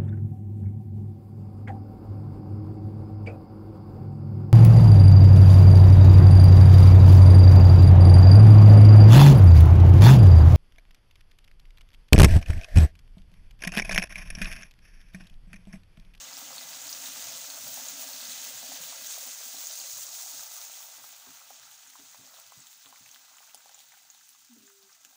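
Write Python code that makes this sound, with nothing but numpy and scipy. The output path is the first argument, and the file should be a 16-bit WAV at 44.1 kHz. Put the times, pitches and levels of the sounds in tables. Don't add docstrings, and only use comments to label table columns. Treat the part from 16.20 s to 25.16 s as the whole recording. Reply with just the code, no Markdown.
import sys
import numpy as np
from scipy import signal
from scipy.fft import rfft, irfft
from scipy.io import wavfile

SR = 44100
rng = np.random.default_rng(int(sys.argv[2]) if len(sys.argv) > 2 else 0)


def invert_db(x):
    u = np.asarray(x, float) / 20
    return 10 ** u


def persist_wave(psi):
    counts = np.round(np.clip(psi, -1, 1) * 32767).astype(np.int16)
    wavfile.write(sys.argv[1], SR, np.atleast_2d(counts).T)


N = 395116

# t/s, level/dB, big-bubble share/dB
SIZZLE = [(0, -45.5, -5.5), (.12, -48, -3.5), (.2, -44.5, -7), (.4, -46.5, -4.5), (1.05, -42, -6.5),
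          (1.35, -42.5, -8), (1.9, -43.5, -5.5), (2.35, -43.5, -5), (2.75, -45, -4.5), (2.87, -41.5, -8.5),
          (3.12, -44, -7.5), (3.47, -41.5, -11), (4.05, -42, -14), (4.5, -47.5, -8.5), (5.0, -54.5, -4),
          (6.1, -56.5, -5.5), (7.5, -60, -3.5), (8.96, -62.5, -6.5)]
# f/Hz, level/dB
SIZZLE_COLOUR = [(900, -29), (1500, -12.5), (1900, -13.5), (2620, -10), (3700, -6.5), (5210, -5),
                 (6500, -0.5), (7500, -4), (10800, -14), (13700, -15), (14700, -2.5), (16000, 1)]
# t/s, added level/dB, length/s
SPRAY_GUSTS = [
    (.16, 8.5, 0.056),
    (1.0, -2, 0.14),
    (1.46, 3, 0.18),
    (1.78, 5, 0.093),
    (3.1, 0, 0.11),
    (4.35, 2.5, 0.95),
]


def sizzle():
    level_db, big_db = in_time(SIZZLE)
    big_db = big_db - big_db[:N // 2].mean()
    start_db, rise_s = -7, 0.23
    fine_db = start_db * np.exp(-np.arange(N) / SR / rise_s)
    fine_db = fine_db + 0.077 * big_db - drift(7.9)
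    fine_db = fine_db + pushes(SPRAY_GUSTS, attack_s=0.022, size=float)

    def share_db(hz):
        big = np.clip((5000 - hz) / 1500, 0, 1)
        fine = np.clip((hz - 8000) / 2500, 0, 1)
        return big * big_db + fine * fine_db

    fizz = bubbles(np.geomspace(1500, 17000, 20), per_s=3000, spread_db=2.63, clump_db=2.5, q=3.82,
                   smooth=1.0, broad=0.3, gain_db=share_db)
    echoed = pot_echo(fizz * invert_db(sputter_db()), t60=0.053, wet_db=-8.5)
    return invert_db(level_db + 5.5) * coloured(echoed, SIZZLE_COLOUR)


def sputter_db():
    flares_per_s, flare_db, decay_s = 37, 0.85, 0.0064
    flares = rng.random(N) * (rng.random(N) < flares_per_s / SR)
    return flare_db * signal.lfilter([1], [1, -np.exp(-1 / (decay_s * SR))], flares + 1e-18)


# t/s, level/dB, largest-bubble share/dB
STREAM = [(0, -57.5, 0), (.8, -56.5, 1), (1.7, -57.5, 3), (2.8, -59, 2.5), (3.7, -60, 0.5),
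          (4.45, -59.5, -3.5), (4.95, -63.5, -10), (5.35, -64.5, -3), (5.7, -66.5, -19), (6.15, -63.5, -1),
          (6.5, -68.5, -11), (6.75, -67, -5), (7.12, -66.5, -16), (7.55, -68.5, 0.5), (7.9, -71, -20),
          (8.25, -74, -14), (8.5, -72, -7), (8.96, -69.5, -5)]
# f/Hz, level/dB
GURGLE_COLOUR = [(220, -30), (380, -19.5), (446, -23.5), (533, -2), (592, -5), (652, 0.5), (800, -2.5),
                 (1140, -5), (1350, -2.5), (1900, -16), (2030, -9.5), (2200, -12), (2600, -10), (3380, -43),
                 (5720, -120)]


def stream():
    gurgle_db, large_db = in_time(STREAM)
    calm = np.clip((gurgle_db.max() - 5.5 - gurgle_db) / 12, 0, 1)

    def share_db(hz):
        return np.clip((800 - hz) / 160, 0, 1) * large_db + 1.7 * calm * drift(9.8)

    air = bubbles(np.geomspace(420, 2600, 15), per_s=700, spread_db=3.2, clump_db=2.0, q=7.5,
                  smooth=1.0 - .55 * calm, broad=.35, gain_db=share_db)
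    air = coloured(pot_echo(air, t60=.06, wet_db=-12), GURGLE_COLOUR)
    dip_depth = 0.42 * calm
    air = air - dip_depth * resonance(air, hz=570, width=370)
    return invert_db(gurgle_db + 2.0) * air


# f/Hz, width/Hz, level/dB
POT_MODES = [(209, 22, -7), (264, 33.5, 14), (314, 68, -31)]
# f/Hz, width/Hz, level/dB
STAND_MODES = [(64, 57, -15), (117.6, 11, 0), (150, 30, -8), (182.6, 16, -3.5)]
# t/s, level/dB, length/s
SURGES = [(0.952, -60, 0.042), (1.719, -57, 0.062), (2.04, -68, 0.038), (2.42, -64, 0.086),
          (2.514, -51, 0.055), (2.626, -72, 0.05), (2.783, -64, 0.084), (2.995, -62, 0.1),
          (3.344, -50, 0.026), (3.58, -64, 0.05), (4.133, -62, 0.1), (4.773, -62, 0.074),
          (5.064, -51, 0.044), (5.3, -70, 0.044), (5.665, -70, 0.046), (5.788, -53, 0.034),
          (5.98, -55.5, 0.11), (6.37, -52.5, 0.032), (6.647, -61, 0.061), (6.801, -55.5, 0.023),
          (7.34, -59, 0.029), (8.359, -51, 0.078), (8.85, -65, 0.053)]
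# t/s, level/dB, length/s
THUDS = [(0.287, -73, 0.05), (0.452, -57, 0.046), (0.627, -68, 0.056), (0.924, -62, 0.045),
         (1.447, -57, 0.093), (1.686, -79, 0.05), (1.81, -73, 0.043), (1.97, -71, 0.05), (2.07, -59, 0.034),
         (2.256, -64, 0.05), (2.33, -60, 0.05), (2.606, -59, 0.054), (2.766, -69, 0.065),
         (2.984, -75, 0.05), (3.736, -62, 0.089), (4.163, -66, 0.05), (4.774, -70, 0.05),
         (5.086, -60, 0.04), (5.39, -70, 0.056), (5.799, -64, 0.05), (5.991, -54, 0.03),
         (6.365, -63, 0.042), (6.65, -72, 0.042), (6.808, -61, 0.06)]


def drumming():
    covered_s, damping_db_per_s, settle_db_per_s = 1.5, -6.5, -1.0
    damping_db = damping_db_per_s * np.maximum(np.arange(N) / SR - covered_s, 0)
    settle_db = settle_db_per_s * (np.arange(N) - N / 2) / SR
    surge = invert_db(-11.0) * pushes(SURGES, attack_s=0.0024)
    wall_db = np.maximum(-67.5 + damping_db, -84.5 + settle_db) + 3.4 * drift(5.0)
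    wall = shaken(POT_MODES, invert_db(wall_db) + surge)
    stand_db = np.maximum(-74 + damping_db, -86 + settle_db) + 2.4 * drift(6)
    jolts = invert_db(-8.5) * pushes(np.add(THUDS, [-.015, 0, 0]), attack_s=0.0034)
    stand = shaken(STAND_MODES, invert_db(stand_db) + invert_db(-24.0) * surge + jolts)
    return wall + stand


# t/s, level/dB, f/Hz
KNOCKS = [(0.025, -63, 260), (0.159, -62, 277), (0.221, -61, 278), (0.386, -63, 264), (0.466, -56, 270),
          (0.564, -57, 260), (0.656, -54, 288), (0.749, -59, 258), (0.84, -61, 255), (0.886, -62, 269),
          (0.98, -53, 260), (1.126, -56, 258), (1.278, -57, 283), (1.345, -58, 270), (1.434, -57, 250),
          (1.478, -53, 260), (1.52, -60, 287), (1.574, -56, 256), (1.615, -51, 256), (1.731, -54, 264),
          (1.773, -55, 265), (1.815, -62, 245), (1.862, -54, 262), (1.936, -53, 261), (2.02, -57, 247),
          (2.061, -56, 262), (2.12, -65, 240), (2.286, -58, 250), (2.427, -54.5, 250), (2.488, -51, 269),
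          (2.691, -60, 262), (2.783, -63, 310), (2.817, -63, 260), (2.876, -63, 264), (3.074, -60, 253),
          (3.257, -60, 248), (3.335, -60, 270), (3.375, -59, 272), (3.882, -71, 250), (4.129, -64, 287),
          (2.326, -62, 479), (2.408, -68, 312), (2.483, -72, 312), (2.584, -61, 482), (2.647, -75, 320),
          (2.754, -71, 355), (2.857, -65, 345), (2.946, -71, 479), (3.06, -68, 312), (3.124, -73, 479),
          (3.2, -65, 479), (3.593, -67, 471), (3.676, -75, 458), (3.881, -69, 336), (3.959, -74, 460),
          (4.058, -71, 315), (4.309, -79, 479), (4.909, -80, 423), (5.067, -63, 410), (5.392, -75, 474),
          (5.8, -67, 410), (5.99, -70, 404), (6.374, -72, 310), (6.654, -69, 483), (6.808, -71, 312),
          (7.34, -73, 468),
          (2.599, -56, 180), (2.815, -70, 177), (2.987, -74, 205), (3.065, -65, 229), (3.251, -75, 229),
         (3.608, -75, 215), (3.733, -70, 132), (3.826, -72, 148), (3.924, -73, 151), (4.142, -74, 215),
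         (4.491, -73, 151), (4.769, -76, 132), (4.817, -69, 132), (5.088, -61, 175), (5.799, -66, 189),
         (5.991, -64, 187), (6.373, -59, 130), (6.652, -69, 132), (6.806, -68, 186), (6.929, -80, 145),
         (8.631, -69, 202), (8.864, -78, 229)]


def knocks():
    swell_s, decay_s = 0.0069, 0.023
    out, t = np.zeros(N + SR), np.arange(SR // 5) / SR
    envelope = np.minimum(t / swell_s, 1) * np.exp(-t / decay_s)
    for s, db, hz in KNOCKS:
        out[round(s * SR):][:len(t)] += invert_db(db + 2.0) * envelope * np.sin(2 * np.pi * hz * t)
    return out[:N]


# t/s, level/dB, f/Hz
CRACKLES = [(0.0568, -41, 3430), (0.1315, -31, 4740), (0.3311, -32, 4720), (0.3805, -50, 4800),
            (0.381, -25.5, 4100), (0.4299, -34, 3700), (0.5327, -29, 4700), (0.6924, -27, 4660),
            (0.7267, -27.5, 4770), (0.858, -32, 3740), (1.1493, -37, 3200), (1.242, -36, 4120),
            (1.301, -28.5, 4200), (1.8093, -36, 4430), (1.8407, -37, 4460), (1.933, -30, 4270),
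            (2.0063, -31, 4200), (2.0522, -33, 4660), (2.097, -32, 4240), (2.1197, -31, 3920),
            (2.1854, -33, 3820), (2.3835, -45, 3780), (2.6998, -36, 3800), (2.7581, -37, 4550),
            (3.3677, -32, 3940), (3.5996, -31, 4360), (3.9434, -35, 4000), (4.0307, -45, 4400),
            (4.414, -37, 3760), (4.5364, -39, 3160)]
# t/s, level/dB, f/Hz
POPS = [ (0.138, -31, 6700), (0.168, -27.5, 5360),  (0.4025, -32, 5100), (0.506, -32, 6710),
         (0.617, -28, 7000), (0.6789, -28, 6400), (0.7275, -23, 5800), (1.0433, -30, 6600),
        (1.6841, -21.5, 6760), (2.153, -29, 6290), (2.3755, -29, 7040),  (2.8614, -30, 6260),
        (3.4695, -20.5, 6660), (4.082, -34, 6900), (4.415, -30, 5900), (5.5525, -41, 7030),
        (5.672, -39, 7200), (6.4028, -38, 7480), (6.4677, -39, 7260),  (6.9134, -34, 6320),
        (7.1681, -39, 7020), (7.3459, -39, 6240), (7.3756, -39, 7190),  (7.5443, -33.5, 6900),
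        (7.591, -41, 6760), (7.9009, -32.5, 6560), (8.0905, -44, 5820), (8.4677, -40, 6800),
        (8.7281, -44, 5660), (8.8483, -34.5, 6740)]
# t/s, level/dB, f/Hz
TICKS = [(5.5127, -42, 15400), (5.5421, -43, 15200), (5.6997, -41, 15300), (6.1991, -37, 14700),
         (6.3747, -38, 15400), (6.6431, -47, 14800), (6.688, -42, 14900), (6.8776, -40, 15100),
         (7.3455, -31.5, 10400), (7.4049, -51, 14800), (7.4932, -42, 14700), (7.6034, -44, 14700),
         (8.0903, -39, 15300), (8.8486, -38, 15000)]
# t/s, level/dB, f/Hz
SPARKS = [(5.2768, -47, 8680), (5.5133, -47, 8520), (5.6719, -46, 9060), (5.9133, -46, 9390),
          (6.1987, -42, 9050), (6.3748, -50, 8500), (6.4691, -51, 8560), (6.6886, -46, 8560),
          (6.7569, -50, 8710), (6.8777, -47, 8570), (7.0198, -52, 8600), (7.3456, -39, 10200),
          (7.4918, -50, 8540), (7.605, -50, 9800), (7.822, -43, 9560), (7.9008, -58, 8630),
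          (8.0495, -53, 8990), (8.0904, -45, 9510), (8.1348, -54, 9040), (8.2475, -45, 9380),
          (8.3333, -44, 8900), (8.8496, -47, 9100), (8.9011, -58, 9040), (8.9415, -56, 9750)]
# t/s, level/dB, f/Hz
SNAPS = [(4.8397, -40.5, 1130), (7.6035, -36.5, 3700), (5.0692, -45, 1060), (5.1715, -40, 3730),
         (5.2762, -44, 3160), (5.3037, -44, 1170), (5.4314, -48, 1550), (5.5127, -39, 3800),
         (5.7003, -41, 3700), (5.7537, -39.5, 1010), (6.1413, -40, 3780), (6.1632, -39, 3280),
         (6.4695, -38, 3270),  (6.5294, -37.5, 3560), (6.6586, -35, 3580),  (6.7589, -41, 2120),
         (6.8606, -39, 2270), (6.945, -37, 3260), (7.0806, -48, 3670), (7.1679, -45, 1220),
         (7.1834, -39, 2900), (7.2937, -42, 2470), (7.3455, -42, 3140),  (7.4927, -47, 1550),
         (7.59, -38, 3220),  (7.7202, -42.5, 2070), (7.9467, -40.5, 3810), (8.011, -46, 1570),
         (8.4775, -47.5, 1570),  (8.8481, -40, 2620),
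         (6.6358, -45, 3760), (6.7774, -45, 3610), (6.8894, -44, 2750), (7.2735, -50, 1410),
          (7.3094, -45, 2660), (7.5223, -46, 3170), (7.6879, -50, 3750), (7.739, -45, 1580),
          (7.7744, -46, 2110), (7.787, -51, 2330), (7.8214, -57, 4470), (7.8644, -59, 2000),
          (8.091, -49, 3750), (8.1279, -50, 3040), (8.1983, -55, 3840), (8.3335, -47, 4330),
          (8.3998, -54, 3810), (8.6274, -44, 4360), (8.6927, -52, 1550), (8.7494, -54, 1750)]


def spits():
    dry_spits = bursts(CRACKLES, cycles=30.0, rise=.005, crack_db=-12, low_hz=900, late_s=.0006)
    dry_spits += bursts(POPS, cycles=34.0, rise=.002, crack_db=-15, low_hz=2000, late_s=.0007)
    dry_spits += bursts([*TICKS, *SPARKS], cycles=20.0, rise=.001, crack_db=-3, low_hz=3000, late_s=.0005)
    foam = [*SNAPS, *skins()]
    dry_spits += bursts(foam, cycles=11.0, rise=.012, crack_db=-7, low_hz=700, late_s=.0007)
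    return pot_echo(dry_spits, t60=.05, wet_db=-2)


def skins():
    from_s, until_s, per_s, over_db, spread_db = 5, 6.6, 14, 9, 2
    when, size, pitch = rng.random((60, 3)).T
    s = from_s + np.cumsum(-np.log(when)) / per_s
    sizzle_db = np.interp(s, *np.transpose(SIZZLE)[:2])
    db = sizzle_db + over_db - spread_db * np.log(1 / size)
    return [row for row in zip(s, db, 1100 * 4 ** pitch) if row[0] < until_s]


# t/s, level/dB, f/Hz
PLOPS = [ (0.304, -38.5, 756),  (0.837, -35, 1980), (0.959, -35, 1340), (1.372, -37, 1330),
          (1.572, -36.5, 780), (1.597, -39, 805),  (2.428, -38, 740), (2.517, -35, 710),
         (2.977, -37.5, 660),  (3.071, -42, 766), (3.342, -42, 720), (4.059, -42.5, 754),
         (4.194, -38, 1430),  (4.382, -40, 1250), (4.841, -44, 766),  (5.304, -38, 730), (5.756, -52, 950),
         (5.944, -42.5, 860), (6.186, -45, 930), (6.32, -39.5, 990), (6.665, -47, 1010), (6.725, -42, 930),
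         (6.959, -41, 1520), (7.203, -46, 810), (7.228, -45, 1240), (7.344, -42.5, 770), (7.404, -46, 1290),
         (7.457, -43, 810), (8.5, -49, 1230), (8.848, -44, 1550)]
# t/s, level/dB, f/Hz
BLIPS = [(6.688, -55, 751), (6.775, -58, 969), (7.027, -63, 824), (7.081, -53, 1230), (7.11, -61, 813),
         (7.168, -55, 1240), (7.493, -51, 799), (7.514, -55, 834), (7.544, -57, 826), (7.576, -55, 775),
         (7.597, -57, 760), (7.733, -57, 790), (7.769, -56, 780), (7.814, -62, 732), (7.849, -61, 770),
         (7.898, -64, 794), (7.946, -58, 810), (8.148, -54, 1140), (8.602, -63, 1250), (8.694, -60, 1160),
         (8.927, -60, 759), (8.954, -59, 904)]


def plops():
    big = bursts(PLOPS, cycles=10.0, rise=.015, crack_db=-4, low_hz=520, late_s=.0013)
    small = bursts(BLIPS, cycles=18.0, rise=.004, crack_db=-6, low_hz=520, late_s=.001)
    return pot_echo(big + small, t60=.07, wet_db=-6)


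def rim(x):
    lifted = x + invert_db(-1.3) * resonance(x, hz=2005, width=31)
    return lifted - 0.67 * resonance(lifted, hz=2190, width=79)


# t/s, f/Hz, level/dB
GLUG = [(8.292, 264, -68), (8.305, 250, -58), (8.33, 233, -54), (8.36, 229, -63), (8.40, 218, -65),
        (8.45, 215, -77), (8.5, 214, -80)]


def glug():
    return tone(GLUG, fade_s=0.0056, wobble=0.0072)


# t/s, f/Hz, level/dB
HORN = [
    [(3.2, 378, -77), (3.24, 388, -73), (3.45, 397, -103)],
    [(8.33, 394, -84), (8.48, 400, -67.5), (8.676, 389, -69.5), (8.73, 395, -99)],
]


def horn():
    return sum(tone(rows, fade_s=0.01, wobble=0.002) for rows in HORN)


# f/Hz, level/dB
HUSH_COLOUR = [(12, -45), (20, -4), (259, 2), (478, -57), (746, -19), (1540, 17), (2840, -13.5), (6910, -9),
               (12800, -57), (15500, -0.5)]


def hush():
    return invert_db(-77.5) * coloured(rng.standard_normal(N), HUSH_COLOUR)


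def bubbles(pitches, per_s, spread_db, clump_db, q, smooth, broad, gain_db):
    sizes = invert_db(spread_db * np.minimum(rng.exponential(1, N), 4.5)) * rng.choice([-1, 1], N)
    clumps_db = clump_db * (drift(9) + .7 * drift(30))
    born = rng.random(N) < per_s * invert_db(clumps_db) / SR
    dealt = rng.integers(0, len(pitches) + 2, N)
    hiss = rng.standard_normal((2, N))
    clicks = rms_one(sizes * born) * np.sqrt(len(pitches))
    common = broad * clicks * (dealt >= len(pitches)) + smooth * hiss
    out = np.zeros(N)
    for k, hz in enumerate(pitches):
        ringing = resonance(clicks * (dealt == k) + common[k % 2], hz, hz / q)
        out += invert_db(gain_db(hz) + 1.53 * drift(18.4)) * ringing
    return out


def bursts(rows, cycles, rise, crack_db, low_hz, late_s):
    swell_s, crack_s = .00022, .0004
    out, t = np.zeros(N + 2048), np.arange(2048) / SR
    for (s, db, hz), noise in zip(rows, rng.standard_normal((len(rows), len(t)))):
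        envelope = invert_db(-60 * t * hz / cycles) * np.minimum(t / swell_s, 1)
        ring = 1.2 * envelope * np.sin(2 * np.pi * hz * t * (1 + rise * hz * t))
        crack = invert_db(crack_db) * (np.sign(noise) + .4 * noise) * np.exp(-t / crack_s)
        out[round((s + late_s) * SR):][:len(t)] += invert_db(db) * (ring + crack)
    return signal.sosfilt(signal.butter(4, low_hz, "high", fs=SR, output="sos"), out[:N])


def pot_echo(x, t60, wet_db):
    t = np.arange(int(.08 * SR)) / SR
    tail = rms_one(rng.standard_normal(len(t))) * invert_db(-60 * t / t60) * (t > .002)
    return x + invert_db(wet_db) * signal.oaconvolve(x, tail / np.sqrt(t60 * SR / 14))[:N]


def shaken(modes, push):
    def body(x):
        return sum((-1) ** k * invert_db(db) * resonance(x, hz, w) for k, (hz, w, db) in enumerate(modes))

    noise = rng.standard_normal(N)
    return body(push * noise) / np.std(body(noise))


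def pushes(rows, attack_s, size=invert_db):
    t, out = np.arange(SR) / SR, np.zeros(N + SR)
    for s, db, length in rows:
        envelope = np.minimum(t / attack_s, 1) * np.exp(-(t / length) ** 2)
        out[round(s * SR):][:len(t)] += size(db) * envelope
    return out[:N]


def tone(rows, fade_s, wobble):
    hz, db = in_time(rows)
    t = np.arange(N) / SR
    gate = np.clip(np.minimum(t - rows[0][0], rows[-1][0] - t) / fade_s, 0, 1)
    phase = 2 * np.pi * np.cumsum(hz * (1 + wobble * drift(25))) / SR
    return np.sqrt(2) * gate * invert_db(db) * np.sin(phase)


def resonance(x, hz, width):
    r = np.exp(-np.pi * width / SR)
    zeros = np.array([1, 0, -1]) * (1 - r * r) / 2
    poles = [1, -2 * r * np.cos(2 * np.pi * hz / SR), r * r]
    return signal.lfilter(zeros, poles, x)


def coloured(x, points):
    hz, db = np.transpose(points)
    grid = np.fft.rfftfreq(8192, 1 / SR) + 1
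    cepstrum = irfft(np.log(invert_db(np.interp(np.log(grid), np.log(hz), db))))
    cepstrum[1:4096] *= 2
    response = irfft(np.exp(rfft(cepstrum[:4097], 8192)))
    return rms_one(signal.oaconvolve(x, response)[:N])


def drift(rate):
    r = np.exp(-80 * np.pi * rate / SR)
    slow = signal.lfilter([1], [1, -2 * r, r * r], rng.standard_normal(N // 40 + 2002))[2000:]
    return np.interp(np.arange(N) / 40, np.arange(len(slow)), rms_one(slow))


def in_time(rows):
    s, *columns = np.transpose(rows)
    return [np.interp(np.arange(N) / SR, s, c) for c in columns]


def rms_one(x):
    return x / np.sqrt(np.mean(x ** 2) + 1e-20)


def scene():
    pot = sizzle() + stream() + drumming() + knocks() + spits() + plops()
    return (rim(pot) + glug() + horn() + hush())[None]


def top_cut(x):
    return signal.sosfilt(signal.butter(12, 16860, fs=SR, output="sos"), x)


def record(dry):
    lowpass = signal.ellip(12, .5, 70, 15600, fs=SR, output="sos")
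    mix = signal.sosfilt(lowpass, dry)
    return top_cut(mix)


dry = scene()
out = record(dry)
persist_wave(out)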